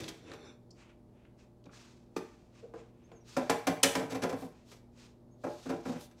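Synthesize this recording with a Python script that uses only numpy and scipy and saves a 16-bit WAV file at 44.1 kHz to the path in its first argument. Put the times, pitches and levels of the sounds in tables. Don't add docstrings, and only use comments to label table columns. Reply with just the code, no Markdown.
import sys
import numpy as np
from scipy import signal
from scipy.fft import rfft, irfft, next_fast_len
from scipy.io import wavfile

SR = 44100
rng = np.random.default_rng(int(sys.argv[2]) if len(sys.argv) > 2 else 0)


def unload_wav(signal):
    wavfile.write(
        sys.argv[1],
        SR,
        np.round(np.clip(np.atleast_2d(signal).T, -1, 1) * 32767).astype(np.int16),
    )


N = 273400

# (low [Hz], high [Hz], t60 [s])
REGISTER_BANDS = [(82.4, 359, 0.12), (354, 1025, .12), (929, 1650, 0.069), (1624, 2800, 0.12),
                  (2907, 15500, 0.088)]


def from_db(db):
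    return 10 ** (np.asarray(db) / 20)


def rms_one(x):
    return x / np.sqrt(np.mean(x ** 2) + 1e-20)


def at_hz(points, hz):
    f, value = np.transpose(points)
    return np.interp(np.log(np.maximum(hz, 1)), np.log(f), value)


def band(x, low_hz, high_hz, order=3):
    return signal.sosfilt(signal.butter(order, [low_hz, high_hz], "band", fs=SR, output="sos"), x)


def dying(t, t60):
    return np.exp(-np.log(1000) * t / t60)


def coloured(x, spectrum, peaks=()):
    size = next_fast_len(len(x))
    hz = np.arange(size // 2 + 1) * SR / size
    lift = 1 + sum(from_db(db) / (1 + (2 * (hz - f) / width) ** 2) for f, width, db in peaks)
    return rms_one(irfft(rfft(x, size) * from_db(at_hz(spectrum, hz)) * lift, size)[:len(x)])


def drift(per_s, size):
    steps = np.arange(size) * per_s / SR
    return np.interp(steps, np.arange(size), rng.standard_normal(size))


def unit_blow(x):
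    head = int(.03 * SR)
    return x / np.sqrt(np.mean(x[..., :head] ** 2, axis=-1, keepdims=True) + 1e-20)


def add(out, s, sound):
    at = int(s * SR)
    out[at:at + len(sound)] += sound[:max(len(out) - at, 0)]


def swell(peak_s, rise_s, fade_s, depth_db=23, fade_curve=1.42):
    t = np.arange(N) / SR - peak_s
    away = (np.maximum(-t, 0) / rise_s) ** 2 + (np.maximum(t, 0) / fade_s) ** fade_curve
    return from_db(-depth_db * np.minimum(away, 10))


def background(air_db=-62, hum_gain_db=0.75, waver_db=1.8):
    # (frequency [Hz], level before the hum gain [dB])
    hum_tones = [(60, -73), (119.5, -64.5), (199, -74), (240, -66.5), (346, -71.5), (479, -85.5),
                 (598, -76.5)]
    # (frequency [Hz], relative level [dB])
    air_colour = [(18, -33), (35, -6), (70, -7), (130, -7), (300, -9), (420, -10.5), (600, -17), (850, -20),
                  (1400, -34), (2600, -42.5), (4000, -41.5), (7000, -46), (11000, -48), (16000, -53)]
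    t = np.arange(N) / SR
    hum = sum(from_db(db + waver_db * drift(4.3, N)) * np.sin(2 * np.pi * (hz * t + rng.random()))
              for hz, db in hum_tones)
    air = coloured(rng.standard_normal(N), air_colour)
    return np.sqrt(2) * from_db(hum_gain_db) * hum + from_db(air_db) * air


def palm(body_db=3.5, flicker_db=2.5):
    # (fastest moment [s], rise [s], fade [s], rumble [dB], hollow scrape [dB])
    pushes = [(0.04,0.34,0.1,-45,-57.5), (0.3,0.21,0.17,-54.5,-64.5), (0.485,0.16,0.09,-55.5,-59.5)]
    # (frequency [Hz], width [Hz], relative level [dB])
    gap_peaks = [(1170, 790, 0), (2420, 490, -3.5), (3580, 280, 2), (4200, 470, -7), (5350, 520, -9),
                 (5920, 420, -6), (7020, 300, -15), (7500, 270, -9), (9150, 870, -23), (10750, 900, -20)]
    skin = rng.standard_normal(N)
    body = rms_one(band(skin, 240, 440, order=2))
    rumble = rms_one(rms_one(band(skin, 85, 135, order=2)) + from_db(body_db) * body)
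    scrape = rms_one(sum(from_db(db + flicker_db * drift(35, N))
                         * band(skin, hz - width / 2, hz + width / 2) for hz, width, db in gap_peaks))
    return sum(swell(s, rise_s, fade_s) * (from_db(rumble_db) * rumble + from_db(scrape_db) * scrape)
               for s, rise_s, fade_s, rumble_db, scrape_db in pushes)


def sliding(scrape_db=-3, hiss_db=-1, sizzle_db=-20, flutter_db=1.5):
    # (fastest moment [s], rise [s], fade [s], strength [dB], brightness [dB])
    strokes = [(0.01,0.063,0.25,-54,1), (0.09,0.012,0.019,-43,6.5), (0.33,0.099,0.058,-60.5,-8.5),
               (0.804,0.059,0.12,-66,-5), (0.9,0.14,0.09,-76,-12), (1.24,0.16,0.13,-84,-12.5),
               (1.405,0.039,0.092,-67,-3.5), (1.752,0.048,0.31,-58,-0.5), (2.22,0.1,0.42,-68,-2.5),
               (2.585,0.072,0.15,-66,-3.5), (2.785,0.064,0.15,-66,-5), (3.12,0.23,0.16,-78.5,-9),
               (3.304,0.06,0.56,-56,1.5), (4.425,0.11,0.11,-60,12.5), (4.59,0.13,0.16,-72,-3.5),
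               (4.72,0.079,0.1,-59.5,5), (5.025,0.094,0.13,-60,0), (5.52,0.13,0.13,-59.5,5.5),
               (5.65,0.15,0.36,-57,3), (5.885,0.051,0.15,-54.5,4.5), (5.98,0.2,0.11,-59.5,-5.5),
               (6.03,0.073,0.075,-55.5,11.5), (6.19,0.03,0.06,-65.5,0.5)]
    # (frequency [Hz], relative level [dB])
    rub_colour = [(300, 11.5), (900, 6.5), (1600, 4), (2600, 4), (3600, 3.5), (6500, -1), (8000, -7),
                  (10000, -15.5), (15000, -20)]
    # (frequency [Hz], width [Hz], level against the colour [dB])
    rub_peaks = [(2570, 380, -4.5)]
    catches = coloured(rng.standard_normal(N), rub_colour, rub_peaks)
    scrape = from_db(scrape_db) * rms_one(band(catches, 816, 3700))
    hiss = from_db(hiss_db) * rms_one(band(catches, 3100, 9400))
    sizzle = from_db(sizzle_db) * rms_one(band(catches, 9400, 14800))
    swells = [(from_db(db) * swell(s, rise_s, fade_s), bright_db)
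              for s, rise_s, fade_s, db, bright_db in strokes]
    out = np.zeros(N)
    for friction, tilt in ((scrape, -1), (hiss, 0), (sizzle, 1.2)):
        power = sum((gain * from_db(tilt * bright_db)) ** 2 for gain, bright_db in swells)
        out += friction * np.sqrt(power)
    return out * from_db(flutter_db * drift(90, N))


def crowded_modes(low_hz, high_hz, count=5):
    # (frequency [Hz], relative level [dB])
    plastic_colour = [(60, -2), (120, -1), (280, 4), (550, 9.5), (950, 1.5), (1600, -2), (2700, -6),
                      (3900, -7.5), (5200, -8.5), (8100, -16.5), (9000, -17), (12500, -19.5),
                      (15500, -27.5)]
    # (frequency [Hz], width [Hz], level against the broad response [dB])
    lid_peaks = [(1300, 93, -3), (2350, 120, -3), (5900, 140, 0), (7270, 130, -2), (7930, 100, 5)]
    edges = np.geomspace(low_hz, high_hz, count + 1)
    plastic = coloured(rng.standard_normal(2 * SR), plastic_colour, lid_peaks)
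    return np.array([band(np.roll(plastic, rng.integers(SR)), low, high, order=2)
                     for low, high in zip(edges, edges[1:])])


def cup_ring(t, flex_s, hollow_hz, spot_hz, spot_db, grip_spread_db=3, merge_hz=22, wobble=.012):
    # (frequency [Hz], relative level [dB], t60 [s])
    cup_modes = [(115.5, -18.5, 0.3), (160, -14.5, 0.25), (189, -15.5, 0.18), (352.4, -11, 0.045),
                 (448.6, -5.5, 0.21), (495.5, -6.5, 0.14), (550.4, -5.5, 0.085), (605, -9, 0.088),
                 (706, -15.5, 0.2), (757, -10, 0.14), (825, -10.5, 0.14), (991, -16.5, 0.16)]
    leads = [(hollow_hz, 0, .11), (spot_hz, spot_db, .18)]
    rings = []
    for (low, high, _), lead in zip(REGISTER_BANDS, leads):
        others = [mode for mode in cup_modes
                  if low < mode[0] < high and abs(mode[0] - lead[0]) > merge_hz]
        hz, db, t60 = np.transpose([lead] + others)[:, :, None]
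        bend = 1 + wobble * np.array([drift(70, len(t)) for _ in cup_modes])[:len(hz)]
        grip, start = rng.standard_normal((2, len(cup_modes), 1))[:, :len(hz)]
        grip[0] = 0
        phase = 2 * np.pi * (hz * np.cumsum(bend, axis=1) / SR + start)
        fall = dying(np.maximum(t - flex_s, 0), t60)
        rings.append((from_db(db + grip_spread_db * grip) * np.sin(phase) * fall).sum(0))
    return rings


def rim_ring(t, rise, low_hz, high_hz):
    # (frequency [Hz], level against their register [dB], t60 [s])
    rim_modes = [(1410, -11.5, .08), (1633, -13.5, 0.14), (2025, -16.5, 0.21), (2903, -20, .13),
                 (3880, -22.5, .12), (5260, -17.5, 0.053), (6000, -16.5, 0.044), (6357, -17.5, .05),
                 (6500, -20.5, .05), (7150, -18, 0.056), (7850, -17.5, .045)]
    phases = rng.random(len(rim_modes))
    return sum(from_db(db) * unit_blow(np.sin(2 * np.pi * (hz * t + phase)) * rise * dying(t, t60))
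               for (hz, db, t60), phase in zip(rim_modes, phases) if low_hz <= hz < high_hz)


def contacts(grit_db=-1, crackle_db=-13.5, crackle_t60=0.22):
    # (time [s], strength [dB], brightness [dB], contact time [ms], flexing time [ms],
    # extra thud [dB], hollow tone [Hz], tone of the touched spot [Hz], its relative level [dB])
    knocks = [(0.0,-55.5,16,1.8,6.2,6,310,457,-9), (0.033,-62.5,18,1.6,5,-4,340,626,-8),
              (0.078,-54.5,14,4.4,5.9,10,325,391,-3), (0.289,-58,-13,3,8,-5,276,445,-13),
              (0.314,-56,-5,1.7,6.1,4,350,452,-11), (0.333,-56.5,7,1.2,6.9,2.5,427,496,-9),
              (1.652,-62,-11,4.5,4.6,5,284,395,-10), (2.162,-48,11.5,2,4,2.5,411,873,-7),
              (2.737,-47.5,-14.5,1,4.3,-6,344,501,-1), (3.116,-56.5,-11,0.6,4.6,-7,374,455,6),
              (3.365,-30,-3.5,2.5,17,-3,254,551,2.5), (3.495,-28,4,1.65,8,-2.5,277.7,458.4,-2),
              (3.668,-30,5,2.2,19,2.5,277.5,749,-4), (3.829,-31,19,2.5,33,4,269.6,551,0.5),
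              (3.951,-34,8,1.4,29,1.5,272,991,-5.5), (3.992,-39.5,-1,1.9,11,1,282,755,-4),
              (4.027,-44,-8,2.1,9,1,270,477,8), (4.093,-47.5,10,10.8,46,3,265,545,-11),
              (4.143,-40,3,5.2,16,0.5,266,495,-1), (4.217,-40.5,7.5,5.4,4.7,5.5,260,505,-4),
              (4.233,-32.5,-4.5,2,18,-6,250.6,500,2), (4.289,-43,4,4.7,7.3,-8,327,514,-2),
              (4.325,-38.5,-7,1.5,14,-0.5,266.5,490,7), (4.42,-47,-6.5,2.2,15,2.5,262,493,3),
              (4.712,-60.5,12.5,3.3,8.3,-6,215,400,-5), (5.435,-36.5,-12,4,17,-8,269,599,1.5),
              (5.466,-40,-15,1.8,10,-6.5,346,848,-4), (5.653,-45.5,-5,5.3,11,4,259,370,1),
              (5.689,-37.5,-2.5,4.3,27,0.5,263,594,-7), (5.719,-39.5,-18,3.4,14,-3.5,340.6,479,-7),
              (5.851,-42,-4.5,4,21,3,253.7,383,-2), (5.886,-41.5,-13.5,3.8,24,0,242,478.4,5),
              (5.918,-47.5,-11,2.7,13,-3,244,493,8), (5.955,-51,-4,2.4,8,4,243,602,-4),
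              (6.111,-71.5,13.5,1,5,6,430,497,-5)]
    # (level against its strength [dB], share of its brightness [ratio])
    balance = [(-1.5, -0.31), (-0.83, 0.021), (-9.5, 0.28), (-13, 0.65), (-14, 0.94)]
    lags, crowd_db, clear_db = (3.3, 1.5), (-8.5, -5), (-0.6, -1.8)
    t = np.arange(SR // 4) / SR
    out = np.zeros(N)
    strands = [crowded_modes(low, high) for low, high, _ in REGISTER_BANDS]
    settling = from_db(crackle_db) * dying(t, crackle_t60)
    offset_db, share = np.transpose(balance)
    for s, db, bright_db, contact_ms, flex_ms, thud_db, hollow_hz, spot_hz, spot_db in knocks:
        contact_s, flex_s = contact_ms / 1000, flex_ms / 1000
        levels = db + offset_db + share * bright_db
        levels[0] += thud_db
        start = rng.integers(SR // 2, SR)
        slips = from_db(grit_db * drift(1100, len(t)))
        since_burst = np.maximum(t - 3.4 * contact_s, 0)
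        rings = cup_ring(t, flex_s, hollow_hz, spot_hz, spot_db)
        for k, (low, high, t60) in enumerate(REGISTER_BANDS):
            hollow = k < len(rings)
            if hollow:
                rise = 1 - np.exp(-(t / (contact_s * lags[k])) ** 2)
                fall = dying(np.maximum(since_burst - flex_s / 2, 0), t60)
            else:
                rise = 1 - np.exp(-(t / contact_s) ** 2)
                fall = np.hypot(dying(since_burst, t60), settling) * slips
            struck = unit_blow(strands[k][:, start:start + len(t)] * rise * fall)
            crowd = unit_blow(strands[k].std(axis=1) @ struck)
            if hollow:
                blow = from_db(crowd_db[k]) * crowd + from_db(clear_db[k]) * unit_blow(rings[k] * rise)
            else:
                blow = crowd + rim_ring(t, rise, low, high)
            add(out, s, from_db(levels[k]) * unit_blow(blow))
    return out


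def ticks(attack_s=0.00086, t60=0.027):
    # (time [s], level [dB], centre [Hz], width [octaves])
    flicks = [(0.04,-52,3260,0.77), (0.08,-50,2700,1.06), (0.316,-56,2000,1.8), (0.335,-64,2330,2.3),
              (0.706,-70,5500,0.55), (1.251,-71.5,1770,1.2), (1.64,-75,4100,0.91), (1.656,-72.5,4020,1),
              (1.662,-72.5,2460,0.29), (1.666,-68,840,0.59), (1.692,-66.5,1240,0.32), (1.694,-76,2100,.6),
              (1.732,-65,1300,0.65), (3.3658,-51,5730,0.62), (3.499,-43.5,6500,0.96),
              (3.6695,-48.5,6000,2.1), (3.677,-52,5500,1), (3.832,-26.5,6900,.9), (3.832,-31.5,2960,0.77),
              (3.839,-44,5960,1.2), (4.221,-53,3000,2.3), (4.236,-47,3500,2.1), (3.116,-68,1380,2.2),
              (5.856,-58.5,1420,0.34)]
    t = np.arange(SR // 10) / SR
    out = np.zeros(N)
    for s, db, hz, octaves in flicks:
        flick = rng.standard_normal(len(t)) * (1 - np.exp(-t / attack_s)) * dying(t, t60)
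        half = 2 ** (octaves / 2)
        add(out, s, from_db(db) * unit_blow(band(flick, hz / half, hz * half, order=2)))
    return out


def squeaks(spread=1.12):
    # (time [s], length [s], start pitch [Hz], end pitch [Hz], level [dB], roughness [0-1], waver [ratio])
    stick_slips = [(0.704, 0.016, 4600, 4760, -65.5, 0.2, .03), (0.706, 0.016, 5150, 5300, -65.5, 0.2, .03),
                   (0.708, 0.016, 5750, 5900, -71, 0.3, .03), (0.707, 0.016, 7450, 7600, -77, 0.4, .02),
                   (2.621, 0.052, 435, 515, -49.5, 0.2, .06), (2.740, 0.05, 480, 470, -51.5, 0.1, .05),
                   (3.03, .045, 6200, 6500, -78, .03, .01), (3.11, .045, 7200, 6700, -81, .05, .01),
                   (3.14, .06, 6650, 6250, -74, .03, .01), (3.195, .045, 5950, 5550, -78, .03, .01),
                   (5.295, .075, 6450, 6650, -82, .03, .01)]
    out = np.zeros(N)
    for s, length, start_hz, end_hz, db, rough, waver in stick_slips:
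        size = int(length * SR)
        hz = np.linspace(start_hz, end_hz, size) * (1 + waver * drift(1100, SR)[:size])
        tone = rms_one(np.sin(2 * np.pi * np.cumsum(hz) / SR))
        smear = rms_one(band(rng.standard_normal(SR), start_hz / spread, end_hz * spread, order=2)[-size:])
        squeak = np.sqrt(1 - rough) * tone + np.sqrt(rough) * smear
        add(out, s, from_db(db) * rms_one(np.hanning(size)) * squeak)
    return out


def lid_drop(at_s=2.164, level_db=-36.5, settle_s=0.0016):
    # (frequency [Hz], relative level [dB], t60 [s])
    lid_modes = [(130, -20, 0.2), (189, -10, 0.19), (264, -3, 0.094), (320, 2.5, 0.049), (386, 6, 0.049),
                 (447, 0, 0.057), (860, 1.5, 0.026), (1088, -9, 0.055), (1170, 2.5, 0.029),
                 (1280, -8, 0.027), (2484, -4, 0.036)]
    t = np.arange(SR // 3) / SR
    ring = sum(from_db(db) * np.sin(2 * np.pi * (hz * t + rng.random())) * dying(t, t60)
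               for hz, db, t60 in lid_modes)
    rise = 1 - np.exp(-(t / settle_s) ** 2)
    out = np.zeros(N)
    add(out, at_s, from_db(level_db) * unit_blow(ring * rise))
    return out


def room(x, build_s=0.0096):
    # (frequency [Hz], t60 [s])
    decay = [(150, 0.26), (500, 0.3), (1200, 0.46), (3000, 0.41), (7000, 0.38), (14000, 0.4)]
    wet = [(200, -3.5), (1500, -4), (6000, -9.5), (13000, -7.5)]  # (frequency [Hz], level [dB])
    t = np.arange(SR * 3 // 5) / SR
    build = 1 - np.exp(-(t / build_s) ** 2)
    edges = np.geomspace(80, 18000, 9)
    response = np.zeros(len(t))
    for low, high in zip(edges, edges[1:]):
        hz = np.sqrt(low * high)
        tail = band(rng.standard_normal(len(t)), low, high) * dying(t, at_hz(decay, hz)) * build
        unity_gain = np.sqrt(2 * (high - low) / SR / len(t))
        response += from_db(at_hz(wet, hz)) * rms_one(tail) * unity_gain
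    return signal.fftconvolve(x, response)[:N]


def scene(rub_room_db=-7):
    knocks = contacts() + ticks() + lid_drop() + squeaks()
    rubs = sliding() + palm()
    reverb = room(knocks + from_db(rub_room_db) * rubs)
    return (knocks + rubs + reverb + background())[None]


def record(dry, overload=.42, cutoff_hz=15900):
    rounded = dry / (1 + (dry / overload) ** 4) ** (1 / 4)
    return signal.sosfilt(signal.ellip(10, .2, 80, cutoff_hz, fs=SR, output="sos"), rounded)


dry = scene()
out = record(dry)
unload_wav(out)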